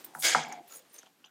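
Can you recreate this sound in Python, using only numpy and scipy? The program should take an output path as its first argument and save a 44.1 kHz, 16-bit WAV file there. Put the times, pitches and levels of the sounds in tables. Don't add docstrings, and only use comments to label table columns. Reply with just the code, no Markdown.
import sys
import numpy as np
from scipy import signal
from scipy.fft import rfft, irfft
from scipy.io import wavfile
from scipy.ndimage import uniform_filter1d

SR = 44100
rng = np.random.default_rng(int(sys.argv[2]) if len(sys.argv) > 2 else 0)


def generate_wav(sig):
    pcm = np.round(np.clip(np.atleast_2d(sig).T, -1, 1) * 32767).astype(np.int16)
    wavfile.write(sys.argv[1], SR, pcm)


def gain_from_db(level_db):
    decades = np.asarray(level_db, float) / 20
    return 10 ** decades


N = 57330

# [f/Hz, level/dB]
ROOM_TONE = [(18, 6), (100, -3), (250, 3.5), (684, -4), (1280, -5), (3000, -8), (9000, -13), (16000, -22)]
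ROOM_TONE_DB, SETTLE_DB = -71.5, 13
WHINE_HZ, WHINE_WIDTH_HZ, WHINE_DB = 12200, 300, -81
# [f/Hz, fall time/s]
ECHO_TIME = [(150, 0.7), (800, 0.4), (3000, 0.13), (8000, 0.2), (15000, 0.08)]
ECHO_DB = -16.5

# [start t/s, length/s, f/Hz, level/dB]
SLIDES = [(0.063, 0.062, 345, -67.5), (0.062, 0.082, 800, -62.5), (0.14, .05, 1500, -69),
          (0.5, 0.055, 445, -62), (.74, 0.066, 484, -65.5), (0.5, 0.07, 1500, -63), (.8, 0.092, 600, -76),
          (.8, 0.024, 3400, -70), (1.2, 0.18, 1440, -73.5), (1.0, 0.08, 3000, -66.5),
          (.51, 0.027, 1690, -56), (.5, 0.116, 328, -62), (1.241, 0.036, 3050, -66)]
# [start t/s, length/s, f/Hz, level/dB]
SINGS = [(.004, 0.018, 14400, -63), (.045, 0.022, 13850, -61), (.046, 0.0048, 9200, -53.5),
         (0.052, 0.015, 15300, -64), (0.146, 0.0079, 7940, -69), (0.146, 0.0084, 10570, -57),
         (0.182, 0.033, 8220, -51), (0.186, 0.047, 11350, -50.5), (0.192, 0.11, 9950, -48),
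         (0.195, 0.05, 14500, -47), (0.207, 0.0038, 6750, -48), (.675, 0.105, 13500, -59),
         (.678, 0.0058, 10060, -60.5), (0.702, 0.092, 6840, -57), (.7, 0.092, 15000, -60.5),
         (0.707, 0.038, 1332, -62), (.71, 0.062, 11100, -63.5), (.733, 0.04, 9980, -54.5),
         (.734, 0.015, 6380, -60), (0.747, 0.034, 8720, -58), (0.78, 0.016, 8700, -77),
         (0.893, 0.082, 9100, -69.5), (0.926, 0.035, 14900, -61), (0.935, 0.034, 11380, -64),
         (0.939, 0.038, 9540, -63.5), (.942, 0.042, 8670, -62.5), (.943, 0.022, 6230, -61.5),
         (.945, 0.026, 14400, -70), (0.982, 0.0096, 6640, -54), (.982, 0.011, 6050, -54.5),
         (0.988, 0.0055, 11500, -62)]
SLIDE_WIDTH, SING_WIDTH = .22, .022
SING_RISE_S, SING_T60_S = .002, .045

# [f/Hz, width/Hz, level/dB]
CAVITY = [(700, 46, -8), (801, 51, 6.5), (888, 80, -15.5), (255.7, 120, -5.5), (2113, 100, -2.5),
          (7100, 300, -8)]
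# [t/s, level/dB]
HOLLOW = [(.345, -48), (.36, -29.5), (.39, -42), (.43, -54), (.47, -49), (.52, -47), (.57, -53.5),
          (.612, -66), (.63, -68)]
# [t/s, level/dB, f/Hz]
COLUMN = [(.4, -60, 730), (.45, -53, 725), (.49, -52, 750), (.525, -49, 775), (.55, -50, 750),
          (.575, -49, 730), (.608, -51, 725), (.62, -64, 725), (.66, -72, 725)]
COLUMN_WIDTH_HZ, THIRD_DB = 50, -8

# [t/s, level/dB]
GRAZES = [
    [(0, -55.5), (.03, -77), (.046, -52.5), (.08, -77), (.11, -89)],
    [(.14, -70), (.149, -53), (.181, -57), (.186, -51), (.2, -44), (.222, -45.5), (.235, -37)],
    [(.655, -71), (.7, -58.5), (.735, -56.5), (.76, -57.5), (.79, -60.5), (.86, -82)],
    [(.895, -70), (.935, -64), (.943, -59.5), (.975, -60.5), (.993, -56), (1.005, -66.5), (1.1, -74),
     (1.22, -92)],
]
# [f/Hz, level/dB]
GRIT = [(150, -29.5), (400, -7.5), (1500, -7.5), (5000, -6.5), (9000, -7), (15000, -18.5)]
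GRIT_TILT_DB = [-1, 9.5, -1.5, -2]

# [t/s, peak level/dB, f/Hz, time to fall 60 dB/s]
TICKS = [(.0455, -29, 13700, 0.0054), (0.0462, -33, 14200, 0.013), (0.046, -45, 8300, 0.043),
         (0.051, -31, 14700, 0.0074), (0.2, -22, 10700, 0.005), (0.2238, -26.5, 3450, 0.012),
         (0.226, -17, 6380, 0.0028), (0.2284, -34, 4000, 0.0037), (0.524, -33, 6580, 0.018),
         (0.526, -40, 5660, 0.035), (.824, -55, 15000, 0.011), (0.9423, -42, 11240, .008),
         (1.031, -53.5, 5900, 0.027), (1.063, -57, 6600, .015), (1.242, -45, 2860, 0.027),
         (1.2433, -56, 4760, 0.03), (1.248, -52.5, 6030, 0.061), (1.252, -56, 3370, 0.011),
         (1.2465, -46, 3196, 0.022), (1.258, -50.5, 2910, 0.044),
         (.393, -31, 5170, 0.011), (.432, -40, 5250, 0.018), (.435, -35, 6220, 0.014),
          (.449, -33.5, 2170, 0.015), (.4585, -43, 7100, 0.014), (.484, -52, 14500, .01),
          (.4845, -54, 11100, .008), (.489, -61.5, 13600, .02), (.4935, -49, 7100, 0.046),
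          (.525, -45, 14000, 0.0059), (.525, -50, 9200, 0.019), (.535, -46, 6000, 0.018),
          (.736, -43, 6570, 0.022), (.759, -38, 9200, 0.018), (.761, -39, 7260, .012),
          (.798, -54, 6610, 0.016), (1.031, -55, 4800, .03), (1.031, -53, 7100, 0.0085),
          (.942, -49, 6200, 0.012), (.988, -41, 6260, .02), (1.081, -66, 3400, 0.012),
          (1.26, -53, 6930, 0.02), (.76, -52, 5000, 0.024)]
CRACK_DB, CRACK_T60_S, TICK_RISE_S = -4, .005, .0008

# [t/s, peak level/dB, start f/Hz, body level/dB]
KNOCKS = [
    (.1501, -30, 1900, 3),
    (.3481, -9, 1800, 0),
    (.518, -46, 1000, -1),
]
# [t/s, peak level/dB, start f/Hz, body level/dB]
BOUNCES = [(.3515, -13.5, 1220, -13), (.3535, -16.5, 1022, -15), (.3605, -23, 1136, -23),
           (.3645, -43, 1240, -8.5), (.3735, -30.5, 1300, -18.5), (.382, -24.5, 1130, 0),
           (.386, -28.5, 1060, 5.5), (.392, -25.5, 1140, -17.5), (.1555, -47, 1190, -0.5),
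           (.176, -45.5, 1008, 13.5), (.187, -44.5, 1026, 6)]
# [t/s, peak level/dB, start f/Hz, body level/dB]
SOFT_KNOCKS = [(1.031, -49.5, 2000, 0.5), (1.034, -55.5, 1100, -6), (1.036, -52.5, 500, -16),
               (1.0635, -59, 1900, -21), (1.067, -56.5, 978, 4.5), (1.0735, -51, 1076, -25),
               (1.243, -54, 1500, -1), (1.248, -58, 700, 8), (1.26, -55.5, 1227, -2)]
# [f/Hz, level/dB, time to fall 60 dB/s]
BODY = [(155, -16, .13), (235, -21, .12), (340, -22, .05), (500, -22, .04), (760, -19, .16), (825, -8, .03),
        (862, -15, .16), (965, -17, .1), (1500, -24, .06)]
KNOCK_S, KNOCK_SAG = .0011, .5
RISE_S_AT_1K, RISE_LAW = .0011, 1.4

# [t/s, level/dB]
DIG = [(.221, -57), (.225, -35.5), (.229, -40.5), (.24, -28), (.25, -22.5), (.335, -29.5), (.42, -38.5),
       (.46, -48.5), (.6, -63)]
# [f/Hz, level/dB per Hz]
CRUNCH = [(90, -64), (130, -48.5), (302, -18), (736, -9), (1060, -19), (2170, -3.5), (2700, -12),
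          (6840, -11), (16000, -23.5)]
# [f/Hz, width/Hz, level/dB]
CAN = [(151, 27, -13), (1500, 15, 8), (1641, 56, 4.5), (2120, 41, -7.5), (2223, 54, -1), (3300, 260, -0.5),
       (3805, 80, -14), (4413, 80, -8.5), (4915, 130, -1), (5300, 60, -9), (6100, 150, -10.5),
       (6480, 290, -6), (7050, 600, -7), (8060, 200, -8.5)]
CAN_DB = -3.5
DULLING_DB = 0.19


def evened(x):
    return x / np.sqrt(np.mean(x ** 2) + 1e-20)


def read(points, hz):
    f, value = np.transpose(points)
    return np.interp(np.log(hz + 1), np.log(f + 1), value)


def curve(points):
    s, db = np.transpose(points)
    return np.interp(np.arange(N) / SR, s, db, -140, -140)


def colour(x, points):
    hz = np.fft.rfftfreq(len(x), 1 / SR)
    return irfft(rfft(x) * gain_from_db(read(points, hz)), len(x))


def resonate(x, hz, width):
    r = np.exp(-np.pi * width / SR)
    ring = signal.lfilter([1, 0, -1], [1, -2 * r * np.cos(2 * np.pi * hz / SR), r * r], x)
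    return evened(ring)


def lumps(lump_s, depth_db):
    size = int(lump_s * SR) + 1
    smooth = uniform_filter1d(uniform_filter1d(rng.standard_normal(N), size), size)
    return gain_from_db(depth_db * evened(smooth))


def slips(per_s, spread_db):
    size = rng.standard_normal(N) * gain_from_db(spread_db * np.minimum(rng.exponential(1, N), 4))
    happens = rng.random(N) < per_s / SR
    return size * happens


def rings(modes, drive, lump_s, depth_db):
    total = np.zeros(N)
    for hz, width, db in modes:
        ring = resonate(drive * lumps(lump_s, depth_db), hz, width)
        total += gain_from_db(db) * np.sqrt(width) * ring
    return evened(total)


def room_tone_and_whine():
    whine = resonate(rng.standard_normal(N), WHINE_HZ, WHINE_WIDTH_HZ)
    whine = resonate(whine, WHINE_HZ, WHINE_WIDTH_HZ)
    tone = evened(colour(rng.standard_normal(N), ROOM_TONE)) * lumps(0.0412, 1.4)
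    tone_db = ROOM_TONE_DB + SETTLE_DB * (1 - np.arange(N) / N)
    return gain_from_db(tone_db) * tone + gain_from_db(WHINE_DB) * whine


def kitchen_echo(x):
    taps = np.zeros(SR // 2)
    at = np.arange(200, len(taps) - 20, 20)
    taps[at + rng.integers(0, 20, len(at))] = rng.choice([-1., 1.], len(at))
    hz, t, z = signal.stft(taps, SR, nperseg=256)
    fading = gain_from_db(-60 * t / read(ECHO_TIME, hz)[:, None])
    tail = signal.istft(z * fading, SR, nperseg=256)[1]
    return signal.fftconvolve(x, tail / np.linalg.norm(tail))[:N]


def sings_and_slides():
    out, t = np.zeros(N), np.arange(N) / SR
    for rows, width in (SINGS, SING_WIDTH), (SLIDES, SLIDE_WIDTH):
        for s, length, hz, db in rows:
            drive = slips(6000, 3) * lumps(.004, 3.5)
            rise = np.clip((t - s) / SING_RISE_S, 0, 1)
            shape = rise * gain_from_db(-60 * np.maximum(t - s - length, 0) / SING_T60_S)
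            ring = shape * resonate(resonate(drive, hz, hz * width), hz, hz * width * 3)
            out += gain_from_db(db) * evened(ring) * np.sqrt(np.mean(shape ** 2))
    return out


def hollow():
    drone = rings(CAVITY, slips(6000, 2.2), .012, 2.5)
    soften = signal.butter(2, 4000, fs=SR, output="sos")
    return gain_from_db(curve(HOLLOW)) * signal.sosfilt(soften, drone)


def air_column():
    s, db, hz = np.transpose(COLUMN)
    t = np.arange(N) / SR
    out, r = np.zeros(N), np.exp(-np.pi * COLUMN_WIDTH_HZ / SR)
    third_db = THIRD_DB - 500 * np.maximum(t - .545, 0)
    for mode, mode_db in (1, np.zeros(N)), (3, third_db):
        turn = np.exp(2j * np.pi * mode * np.cumsum(np.interp(t, s, hz)) / SR)
        slow = signal.lfilter([1 - r ** mode], [1, -r ** mode], slips(6000, 2.2) / turn)
        slow = signal.lfilter([1 - r ** 6], [1, -r ** 6], slow)
        strength = np.sqrt(uniform_filter1d(abs(slow) ** 2, 900))
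        steady = slow / np.sqrt(strength + 1e-9)
        out += gain_from_db(mode_db) * evened((turn * steady).real)
    return gain_from_db(curve(np.c_[s, db])) * out


def grazes():
    out = np.zeros(N)
    for path, tilt_db in zip(GRAZES, GRIT_TILT_DB):
        tone = [(f, db + tilt_db * np.log2(f / 5000)) for f, db in GRIT]
        hiss = colour(slips(16000, 2.2) * lumps(.004, 1.8), tone)
        out += gain_from_db(curve(path)) * evened(hiss)
    return out


def ticks():
    out, t = np.zeros(N + SR), np.arange(4000) / SR
    rise = np.sin(np.pi / 2 * np.minimum(t / TICK_RISE_S, 1)) ** 2
    for s, db, hz, t60 in TICKS:
        noise = rng.standard_normal(len(t))
        rough = resonate(resonate(noise, hz, hz * .08), hz, hz * .15)
        cluster = .7 * np.sin(2 * np.pi * hz * t) + .4 * rough
        crack = resonate(resonate(noise, hz, hz * .5), hz, hz * .5)
        crack = gain_from_db(CRACK_DB - 60 * t / CRACK_T60_S) * crack
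        out[round(s * SR):][:len(t)] += gain_from_db(db) * rise * (gain_from_db(-60 * t / t60) * cluster + crack)
    return out[:N]


def knocks():
    out, t = np.zeros(N + SR), np.arange(SR // 2) / SR
    u = t / KNOCK_S
    body = np.zeros(len(t))
    for f, d, t60 in BODY:
        swell = (1 - np.exp(-t / RISE_S_AT_1K * (f / 1000) ** RISE_LAW)) ** 2
        body += gain_from_db(d - 60 * t / t60) * swell * np.sin(2 * np.pi * f * t)
    for s, db, hz, body_db in KNOCKS + BOUNCES + SOFT_KNOCKS:
        pitch = hz * (KNOCK_SAG + (1 - KNOCK_SAG) * np.exp(-u / 2))
        pulse = (u * np.exp(1 - u)) ** 2 * np.sin(2 * np.pi * np.cumsum(pitch) / SR)
        out[round(s * SR):][:len(t)] += gain_from_db(db) * (pulse + gain_from_db(body_db) * body)
    return out[:N]


def dig():
    drive, level_db = slips(20000, 2.43), curve(DIG)
    crunch = evened(colour(drive, CRUNCH)) + gain_from_db(CAN_DB) * rings(CAN, drive, .008, 4)
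    hz, t, z = signal.stft(crunch, SR, nperseg=256)
    after_peak = np.arange(N) > level_db.argmax()
    lost_db = np.clip(level_db.max() - level_db, 0, 40) * after_peak
    lost_db = np.interp(t, np.arange(N) / SR, lost_db)
    octaves = np.maximum(np.log2(hz / 3000 + 1e-3), 0)[:, None]
    dulled = signal.istft(z * gain_from_db(-DULLING_DB * octaves ** 3 * lost_db), SR, nperseg=256)[1][:N]
    return gain_from_db(level_db) * evened(crunch).std() / crunch.std() * dulled


def scene():
    near = dig() + hollow() + air_column() + grazes() + sings_and_slides() + knocks() + ticks()
    return (near + gain_from_db(ECHO_DB) * kitchen_echo(near) + room_tone_and_whine())[None]


def band_limit(x):
    return signal.sosfilt(signal.butter(12, 16460, fs=SR, output="sos"), x)


def record(dry):
    low_cut = signal.butter(4, 125, "high", fs=SR, output="sos")
    top_cut = signal.butter(8, 15900, fs=SR, output="sos")
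    heard = signal.sosfilt(low_cut, dry) + gain_from_db(-26) * dry
    heard = signal.sosfilt(top_cut, heard)
    return band_limit(heard)


dry = scene()
out = record(dry)
generate_wav(out)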